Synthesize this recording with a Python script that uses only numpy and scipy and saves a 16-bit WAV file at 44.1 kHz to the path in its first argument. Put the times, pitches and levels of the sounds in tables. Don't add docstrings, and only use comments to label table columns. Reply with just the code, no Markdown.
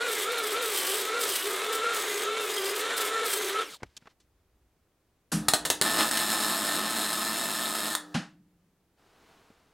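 import sys
import numpy as np
from scipy import signal
from scipy.fft import rfft, irfft
from scipy.io import wavfile

SR = 44100
rng = np.random.default_rng(int(sys.argv[2]) if len(sys.argv) > 2 else 0)


def int16_out(signal):
    q = np.round(np.clip(np.atleast_2d(signal).T, -1, 1) * 32767)
    wavfile.write(sys.argv[1], SR, q.astype(np.int16))


N = 429093
TOOL_OFF_S, TOOL_SILENT_S = 3.618, 3.79
ARC_ON_S, ARC_OFF_S, SHORTS_PER_S = 5.825, 7.95, 112


# time in seconds, speed in Hz.
SPINDLE_SPEED = [(0.0, 475.5), (0.05, 487.7), (0.12, 449.7), (0.22, 395.1), (0.28, 444.8), (0.34, 468.3),
                 (0.41, 452.2), (0.5, 402.0), (0.56, 451.7), (0.61, 471.8), (0.68, 425.3), (0.76, 390.1),
                 (0.86, 378.0), (0.95, 405.0), (1.08, 432.0), (1.19, 465.0), (1.28, 415.2), (1.39, 360.1),
                 (1.47, 400.1), (1.6, 428.0), (1.72, 448.6), (1.79, 439.1), (1.89, 465.0), (2.0, 425.0),
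                 (2.12, 400.0), (2.22, 415.2), (2.32, 445.2), (2.41, 451.9), (2.5, 415.0), (2.63, 392.0),
                 (2.75, 412.0), (2.85, 448.0), (2.94, 462.0), (3.07, 428.0), (3.16, 447.8), (3.24, 450.8),
                 (3.33, 391.7), (3.4, 407.8), (3.49, 384.6), (3.55, 430.6), (3.61, 451.5)]
# frequency in Hz, density in dB.
MOTOR_SPECTRUM = [(100, -26), (200, -17.5), (310, -3.5), (450, 2.5), (620, -1.5), (850, -2), (1300, 1.5),
                  (2200, -1.5), (2600, -5), (3700, -0.5), (4800, -11), (8000, -10.5), (11000, -17),
                  (15500, -35)]

def rotary_tool(free_hz=484, coast_hz_per_s=2400, rush_db_per_hz=.02):
    t = seconds()
    coast_s = np.maximum(t - TOOL_OFF_S, 0)
    unpowered = np.minimum(coast_s / .04, 1)
    speed_hz = np.maximum(np.interp(t, *np.transpose(SPINDLE_SPEED)) - coast_hz_per_s * coast_s, 0)
    angle = 2 * np.pi * np.cumsum(speed_hz * (1 + .008 * drift(140))) / SR
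    rush_db = -36.5 - rush_db_per_hz * (free_hz - speed_hz) - 13.5 * unpowered
    tones = spindle_tone(angle, speed_hz, unpowered) + motor_whine(angle, speed_hz, unpowered, rush_db + 5)
    chopped = white() * (1 + np.cos(angle)) * amp(1.73 * drift(150))
    rush = amp(rush_db) * colour(chopped, MOTOR_SPECTRUM)
    disc = grinding(angle) + squeals(angle)
    room = reverb(amp(-12) * tones + amp(-6) * rush + amp(-8) * disc)
    fade = between(0, TOOL_SILENT_S) * np.clip((TOOL_SILENT_S - t) / .044, 0, 1) ** 2
    return (tones + rush + disc + room + coasting_rattle()) * fade


# centre in seconds, half length in seconds, fundamental gain in dB, third harmonic gain in dB.
TONE_SWELLS_AND_DIPS = [(0.02, 0.06, 1.5, 10), (0.184, 0.049, -3, -6), (0.28, .035, 1.5, 6.5),
                        (0.367, 0.025, -2, 5), (0.577, 0.045, 2, 2.5), (.82, 0.092, -3, 0),
                        (1.032, 0.034, -4, -1), (1.17, 0.045, -1, 2.5), (1.37, 0.061, -6.5, -2.5),
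                        (1.48, 0.039, 1.5, 1.5), (1.868, 0.052, -0.5, 10), (1.979, 0.059, -4, 2),
                        (2.286, 0.025, 2, 7), (2.95, 0.072, -10, 0), (3.157, 0.043, 0.5, 6.5),
                        (3.32, 0.03, -10.5, -4), (3.43, 0.061, -0.5, -5), (3.582, 0.038, 1, 7.5)]

def spindle_tone(angle, speed_hz, unpowered, knee_hz=391, loss_db_per_hz=.54, housing_hz=1357):
    first_db = -32.5 - np.clip(loss_db_per_hz * (knee_hz - speed_hz), 0, 11.5)
    third_db = -47 + 13.5 * resonance(3 * speed_hz, housing_hz, width_hz=240)
    for centre, half, first_gain_db, third_gain_db in TONE_SWELLS_AND_DIPS:
        first_db += first_gain_db * swell(centre, half)
        third_db += third_gain_db * swell(centre, half)
    tone = sum(amp(db + 1.5 * drift(40)) * harmonic(multiple, angle, speed_hz)
               for multiple, db in [(1, first_db), (3, third_db)])
    return tone * amp(-6 * unpowered) * np.minimum(speed_hz / knee_hz, 1) ** 2


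# multiple of spindle speed, relative level in dB, boost when coasting in dB.
WHINE_HARMONICS = [(2, -24, 0), (4, -14.5, 0), (5, -12, 0), (6, -15, 0), (7, -16, 0), (8, -10, 10),
                   (9, -14, 0), (16, -23, 19), (24, -36, 24), (32, -40, 29)]

def motor_whine(angle, speed_hz, unpowered, level_db):
    shake_rad = (.09 - .045 * unpowered) * drift(400)
    whine = 0
    for multiple, db, coast_db in WHINE_HARMONICS:
        flicker_db = 3.5 * drift(60) - .5
        gain = amp(level_db + db + coast_db * unpowered + flicker_db)
        whine += gain * harmonic(multiple, angle + shake_rad, speed_hz)
    return whine


def harmonic(multiple, angle, speed_hz, slips_per_s=90, slip_s=.02, scatter_rad=1.35):
    step, part = np.divmod(seconds() * slips_per_s, 1)
    step = step.astype(int)
    step_hz = np.interp(np.arange(step[-1] + 2) / slips_per_s, seconds(), speed_hz)
    slips_rad = 2 * np.pi * multiple * step_hz * slip_s + scatter_rad * rng.standard_normal(len(step_hz))
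    phasor = np.exp(1j * np.cumsum(slips_rad))
    blend = np.sin(np.pi / 2 * part) ** 2
    return np.imag(np.exp(1j * multiple * angle) * ((1 - blend) * phasor[step] + blend * phasor[step + 1]))


# start in seconds, end in seconds, level in dB.
DISC_CUTS = [(0.043, 0.103, -41.5), (0.105, 0.165, -38), (0.175, 0.205, -42), (0.207, 0.24, -37),
             (0.311, 0.325, -40), (0.37, 0.393, -40.5), (.422, .44, -38), (0.455, 0.478, -36),
             (0.5, 0.53, -39), (0.605, 0.78, -38), (0.777, 0.96, -35.5), (0.965, 1.016, -38.5),
             (1.024, 1.084, -43.5), (1.185, 1.41, -35.5), (1.41, 1.478, -39.5), (1.492, 1.51, -37.5),
             (1.518, 1.674, -45), (1.715, 1.758, -36.5), (1.917, 2.23, -42), (2.397, 2.62, -43),
             (2.63, 2.718, -41), (2.744, 2.766, -35), (2.773, 2.81, -42.5), (2.959, 2.981, -34.5),
             (2.997, 3.01, -35.5), (3.036, 3.078, -37.5), (3.24, 3.338, -36), (3.347, 3.497, -38.5)]
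# frequency in Hz, density in dB.
RASP_SPECTRUM = [(600, -17), (2500, 1.5), (4000, 4.5), (5500, 2.5), (6800, -0.5), (8000, 7), (10000, 3),
                 (12200, 1.5), (14200, 3.5), (16000, -5)]
# frequency in Hz, width in Hz, gain in dB.
DISC_MODES = [(4980, 120, 5), (6290, 90, 6), (7990, 90, 4), (8630, 90, 4), (9820, 160, 4), (10800, 130, 4),
              (11900, 110, 6)]
# start and end in seconds, frequency and width in Hz, level and bounce depth in dB.
CUT_RINGS = [(1.942, 2.271, 6700, 350, -49.5, 5), (1.96, 2.26, 6370, 90, -54, 7),
             (1.96, 2.26, 7930, 100, -55, 3.5), (2.52, 2.726, 5000, 190, -44.5, 6.5),
             (2.81, 3.02, 1770, 110, -43, 0.5), (2.895, 2.975, 1500, 110, -37, 1),
             (2.91, 2.98, 3600, 90, -42.5, 1), (3.11, 3.26, 1765, 110, -43.5, 2.5)]

def grinding(angle, bounces_per_s=62, free_hiss_db=-57):
    chatter_db, grit_db = 1.3 * drift(90), 2.7 * drift(1800)
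    contact = rms_one(np.exp(.25 * np.cos(angle)) * amp(chatter_db + grit_db))
    bounce = np.sin(2 * np.pi * bounces_per_s * seconds() + 2.4 * drift(25))
    pressure = sum(amp(db) * bite(start, end) for start, end, db in DISC_CUTS)
    pressure *= amp(2.6 * bounce + 1.7 * drift(55))
    rasp = colour(white() * contact * np.hypot(pressure, amp(free_hiss_db)), RASP_SPECTRUM, DISC_MODES)
    rings = sum(amp(db + depth_db * bounce) * between(start, end) * noise(hz - width / 2, hz + width / 2)
                for start, end, hz, width, db, depth_db in CUT_RINGS)
    return rasp + rings


# start in seconds, end in seconds, multiple of spindle speed, level in dB.
DISC_SQUEALS = [(.03, .68, 5, -45), (0.74, .95, 8, -41), (1.31, 1.44, 8, -39), (2.01, 2.234, 5, -41),
                (2.45, 3.25, 16, -51), (3.36, 3.51, 16, -46)]

def squeals(angle, smear_rad=1.3):
    return sum(amp(db + 2 * drift(55)) * bite(start, end) * np.sin(multiple * angle + smear_rad * drift(400))
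               for start, end, multiple, db in DISC_SQUEALS)


def bite(start_s, end_s, rise_s=.016, lift_s=.014):
    t = seconds()
    return np.clip((t - start_s) / rise_s, 0, 1) * np.exp(-np.clip((t - end_s) / lift_s, 0, 20))


def coasting_rattle(delay_s=.052, rise_s=.052):
    rattle = amp(-49) * noise(3100, 4800) + amp(-54) * noise(6100, 9200)
    return rattle * amp(2 * drift(120)) * np.clip((seconds() - TOOL_OFF_S - delay_s) / rise_s, 0, 1)


# centre in seconds, half length in seconds, gain in dB, treble in dB.
ARC_FLARES = [(5.87, 0.034, 4, -6.5), (5.997, 0.046, 6, -8), (6.103, 0.007, -18, 2), (6.158, 0.014, 1, -2),
              (6.3, .009, -5, 1), (6.305, 0.009, 4.5, 2), (6.828, 0.087, 1.5, -6)]

def arc(fade_db_per_s=2, jitter=.17):
    level_db = -7.5 - fade_db_per_s * since(ARC_ON_S) - .22 * drift(15)
    level_db += sum(db * swell(centre, half) for centre, half, db, _ in ARC_FLARES)
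    treble_db = 4 + sum(db * swell(centre, half) for centre, half, _, db in ARC_FLARES)
    gaps, sizes = rng.standard_normal((2, 400))
    times_s = ARC_ON_S + np.cumsum(np.exp(jitter * gaps)) / SHORTS_PER_S
    spread_db = -.25 * gaps - .37 * sizes
    burning = times_s < ARC_OFF_S
    at = (times_s[burning] * SR).astype(int)
    snaps = np.zeros(N)
    snaps[at] = -amp(level_db[at] + spread_db[burning])
    sizzle = amp(level_db - 28 + 4.52 * drift(600)) * white() * between(ARC_ON_S, ARC_OFF_S)
    source = snaps + sizzle
    dull = signal.lfilter([.5], [1, -.5], source)
    crackle = nozzle(dull + (source - dull) * amp(treble_db))
    pops = wire_pops()
    room = reverb(amp(-2.5) * crackle + amp(-6) * pops)
    return crackle + pops + room + amp(-38) * cabinet_boom(crackle)


# frequency in Hz, density in dB.
SNAP_SPECTRUM = [(25, -27.5), (85, -6), (320, 7), (440, 4), (700, 7), (1300, 3), (1850, 1.5), (2300, 0.5),
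                 (3800, 3), (5400, -2.5), (5900, -2), (8800, 3.5), (12500, -0.5), (15500, -10.5)]
# frequency in Hz, width in Hz, gain in dB.
NOZZLE_MODES = [(656, 62, 4.5), (856, 43, 4.5), (1062, 56, 6), (1290, 160, 10), (1564, 45, 7),
                (1759, 130, 12), (3290, 95, 3.5), (3714, 170, 5.5), (4170, 250, 6.5), (5280, 320, 10),
                (5800, 530, -7.5), (9240, 350, 4), (9910, 700, -11), (13500, 1300, -5)]

def nozzle(x, trip_s=.00039, rebound=.87):
    loop = np.r_[1, np.zeros(round(trip_s * SR) - 1), -rebound]
    bounced = signal.lfilter(-loop[::-1], loop, x)
    high_share = np.clip(.5 + drift(SHORTS_PER_S), 0, 1)
    ring = 0
    for detune, share in [(1.01206, high_share), (.99136, 1 - high_share)]:
        modes = [(hz * detune, width, db) for hz, width, db in NOZZLE_MODES]
        ring += colour(bounced * share, SNAP_SPECTRUM, modes)
    return ring


# start in seconds, blast level in dB, spatter level in dB, spatter T60 in seconds.
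WIRE_POPS = [(5.4837, -13, -17, .043), (5.4853, -13.5, -20, .043), (5.5363, -8.5, -16, .067),
             (5.651, -26, -20, .084), (5.7013, -9, -19.5, 0.092), (5.8136, -9, -18.5, 0.037),
             (5.8218, -12.5, -25.5, .032), (6.1123, -14.5, -36, .027), (6.1735, -15, -29, 0.0404),
             (6.302, -16, -39, .03), (7.951, -14, -22, .025)]
# frequency in Hz, density in dB.
POP_SPECTRUM = [(50, -14.5), (150, 0.5), (320, 2.5), (700, 4), (1000, 1.5), (1800, 5), (2400, -5.5),
                (3900, 5), (6000, -4), (8800, 2), (12500, -7), (15500, -12.5)]

def wire_pops(blast_t60_s=.0092):
    envelope = sum(amp(blast_db) * burst(s, blast_t60_s, rise_s=.00005) + amp(spatter_db) * burst(s, t60)
                   for s, blast_db, spatter_db, t60 in WIRE_POPS)
    return colour(envelope * white(), POP_SPECTRUM)


# frequency in Hz, level in dB, T60 in seconds.
CABINET_MODES = [(164.4, -6, 0.21), (212.5, -4, .28), (176, -32.5, 2.1), (322.3, -7.5, .11),
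                 (302.5, -32.5, 1.3)]

def cabinet_boom(x):
    ring = 0
    for hz, db, t60 in CABINET_MODES:
        radius, step_rad = np.exp(-np.log(1000) / (t60 * SR)), 2 * np.pi * hz / SR
        poles = [1, -2 * radius * np.cos(step_rad), radius ** 2]
        ring += amp(db) * signal.lfilter([.5, 0, -.5], poles, x + 1e-18)
    return band(ring, 160, 600)


# start in seconds, clack level in dB, low and top edge in Hz,
# boom level in dB, boom delay and rise in seconds, ring time factor.
CONTACTOR_HITS = [(5.317, -26, 220, 12960, -14, .009, .028, 1.2),
                  (8.142, -23, 593, 4070, -15, .003, 0.014, .68)]
# frequency in Hz, density in dB.
CLACK_SPECTRUM = [(210, -36), (350, -4.5), (721, -9), (805, -4), (1020, -12), (1420, -4), (2200, -12.5),
                  (2790, -9.5), (3210, -12.5), (6030, -9.5), (8380, -8.5), (11100, -8.5), (15000, -28)]

def contactor(clack_t60_s=.24):
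    clack, shake = 0, 0
    for s, clack_db, low_hz, top_hz, boom_db, delay_s, rise_s, ring_factor in CONTACTOR_HITS:
        impact = band(colour(white(), CLACK_SPECTRUM), low_hz, top_hz)
        clack += amp(clack_db) * burst(s, clack_t60_s, rise_s=.003) * impact
        for hz, db, t60 in CABINET_MODES:
            shudder = amp(2.5 * drift(45)) * np.sin(2 * np.pi * hz * (seconds() - s) + drift(70))
            shake += amp(boom_db + db) * burst(s + delay_s, t60 * ring_factor, rise_s) * shudder
    return clack + amp(-7.5) * reverb(clack) + shake


# frequency in Hz, level in dB.
HUM_LINES = [(172, -57.5), (200, -65), (302, -47), (400, -64.5), (500, -64), (600, -67.5), (700, -64.5),
             (800, -68.5), (900, -68.5), (1300, -63), (1600, -66), (1700, -68.5)]
# frequency in Hz, density in dB.
FEED_SPECTRUM = [(240, -37), (400, -0.5), (1160, -4), (1290, 4), (1410, -11), (1770, -1), (2150, -24),
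                 (3660, -12.5), (15000, -29)]

def transformer_and_feed(surge_db=15.5, surge_s=.14, load_db=-2, release_t60_s=.3):
    on_s, off_s = (row[0] for row in CONTACTOR_HITS)
    level_db = -2 + surge_db * np.exp(-since(on_s) / surge_s) + load_db * between(ARC_ON_S, ARC_OFF_S)
    gate = between(on_s, np.inf) * amp(-60 * since(off_s) / release_t60_s)
    hum = sum(amp(db) * np.sin(2 * np.pi * hz * seconds() + rng.uniform(0, 2 * np.pi))
              for hz, db in HUM_LINES)
    whirr = amp(-55) * colour(white(), FEED_SPECTRUM)
    return amp(level_db) * gate * (hum + whirr)


# start in seconds, thud, body and edge levels in dB, T60 in seconds.
TOOL_KNOCKS = [(3.802, -80, -54, -80, 0.068), (3.822, -41, -51, -80, .05), (3.831, -29, -24, -37, 0.018),
               (3.84, -45, -53, -70, 0.043), (3.966, -68, -49, -35.5, 0.031),
               (3.974, -47, -53, -32.5, 0.013), (4.022, -55, -57, -76, 0.054), (4.056, -53, -49, -67, .043),
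               (4.071, -48, -37, -65, 0.027), (4.2, -81, -70, -61.5, 0.099),
               (9.502, -47.5, -60, -68, 0.036)]

def handling(rustle_s=(3.77, 4.14)):
    thud, body, edge = noise(70, 370), noise(400, 1960), noise(2800, 7300)
    rustle = amp(-71.5 + 3.3 * drift(60)) * between(*rustle_s) * noise(300, 4800)
    knocks = 0
    for s, thud_db, body_db, edge_db, t60 in TOOL_KNOCKS:
        impact = amp(thud_db) * thud + amp(body_db) * body + amp(edge_db) * edge
        knocks += burst(s, t60, rise_s=.0014) * impact
    return rustle + knocks


# frequency in Hz, T60 in seconds.
ROOM_DECAY = [(200, .36), (1000, .3), (4000, .25), (9000, .21), (15000, .15)]

def reverb(x, onset_s=.0034, side_db=-17):
    age_s = np.arange(SR // 2) / SR
    hz = np.fft.rfftfreq(len(age_s), 1 / SR)
    edges_hz = np.geomspace(240, SR / 2, 14)
    spectra, tail = rfft(rng.standard_normal((2, len(age_s)))), 0
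    onset = np.clip(age_s / onset_s - .5, 0, 1)
    for low, high in zip(edges_hz, edges_hz[1:]):
        decay = amp(-60 * age_s / at_hz(ROOM_DECAY, np.sqrt(low * high)))
        part = irfft(spectra * (hz >= low) * (hz < high), len(age_s)) * decay * onset
        tail += part * np.sqrt((high - low) / (SR / 2) / np.sum(part ** 2, axis=1, keepdims=True))
    mid, side = signal.oaconvolve(x[None], tail, axes=1)[:, :N]
    return mid + amp(side_db) * side * np.array([[1], [-1]])


# frequency in Hz, density in dB.
AIR_SPECTRUM = [(15, -14.5), (30, -5.5), (60, -13.5), (110, -6.5), (200, -11), (320, -9.5), (600, -16.5),
                (1500, -23), (4000, -31), (15500, -40.5)]
# start in seconds, end in seconds, level in dB.
RUMBLE_SPANS = [(3.838, 3.9, -60), (4.23, 4.7, -76.5), (5.326, 5.48, -52), (5.48, 6.15, -61.5),
                (6.15, 8.0, -70)]

def room_tone():
    air = amp(-73.5) * wide(lambda: colour(white(), AIR_SPECTRUM), side_db=-16.5)
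    hiss = amp(-80.5) * rng.standard_normal((2, N))
    rumble_gain = amp(-79.5) + sum(amp(db) * between(start, end) for start, end, db in RUMBLE_SPANS)
    return air + hiss + rumble_gain * wide(lambda: noise(45, 85), side_db=-21.5)


# frequency in Hz, density in dB.
RUSH_SPECTRUM = [(30, -7), (80, -5), (211, -3.5), (456, -0.5), (569, -8), (649, -2.5), (1430, -5.5),
                 (1870, -9.5), (4130, -14), (15500, -29.5)]

def soft_rush(start_s=8.96, rise_s=.029, peak_s=9.31, slope_db_per_s=22):
    onset = np.minimum(since(start_s) / rise_s, 1)
    level_db = -60 - slope_db_per_s * np.abs(seconds() - peak_s)
    return onset * amp(level_db) * wide(lambda: colour(white(), RUSH_SPECTRUM), side_db=-20)


def amp(db):
    return 10 ** (np.asarray(db) / 20)


def rms_one(x):
    return x / np.sqrt(np.mean(x ** 2) + 1e-20)


def seconds():
    return np.arange(N) / SR


def since(start_s):
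    return np.maximum(seconds() - start_s, 0)


def between(start_s, end_s):
    return np.clip(np.minimum(seconds() - start_s, end_s - seconds()) * 100, 0, 1)


def swell(centre_s, half_s):
    return np.exp(-np.minimum(((seconds() - centre_s) / half_s) ** 2, 20))


def burst(start_s, t60_s, rise_s=.0025):
    age_s = since(start_s)
    return (1 - np.exp(-age_s / rise_s)) * 1000.0 ** -np.minimum(age_s / t60_s, 4)


def white():
    return rng.standard_normal(N)


def noise(low_hz, high_hz):
    return rms_one(band(white(), low_hz, high_hz))


def drift(knots_per_s):
    knots = rng.standard_normal(8000)
    return rms_one(np.interp(seconds() * knots_per_s, np.arange(len(knots)), knots))


def wide(source, side_db):
    return source() + amp(side_db) * source() * np.array([[1], [-1]])


def at_hz(points, hz):
    points_hz, values = np.transpose(points)
    return np.interp(np.log(hz + 1), np.log(points_hz), values)


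def resonance(hz, centre_hz, width_hz):
    return 1 / (1 + (2 * (hz - centre_hz) / width_hz) ** 2)


def colour(x, spectrum, modes=(), size=8192):
    hz = np.arange(size // 2 + 1) * SR / size
    gain = amp(at_hz(spectrum, hz) + sum(db * resonance(hz, centre, width) for centre, width, db in modes))
    cepstrum = irfft(np.log(rms_one(gain)))
    cepstrum[1:size // 2] *= 2
    cepstrum[size // 2 + 1:] = 0
    return signal.oaconvolve(x, irfft(np.exp(rfft(cepstrum))))[:N]


def band(x, low_hz, high_hz):
    return signal.sosfilt(signal.butter(2, [low_hz, high_hz], "band", fs=SR, output="sos"), x + 1e-18)


def scene():
    return rotary_tool() + handling() + arc() + contactor() + transformer_and_feed() + room_tone() + soft_rush()


def record(dry):
    ceiling, cutoff_hz = .8, 15900
    low_pass = signal.ellip(10, .1, 80, cutoff_hz, fs=SR, output="sos")
    return signal.sosfilt(low_pass, ceiling * np.tanh(dry / ceiling))


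dry = scene()
out = record(dry)
int16_out(out)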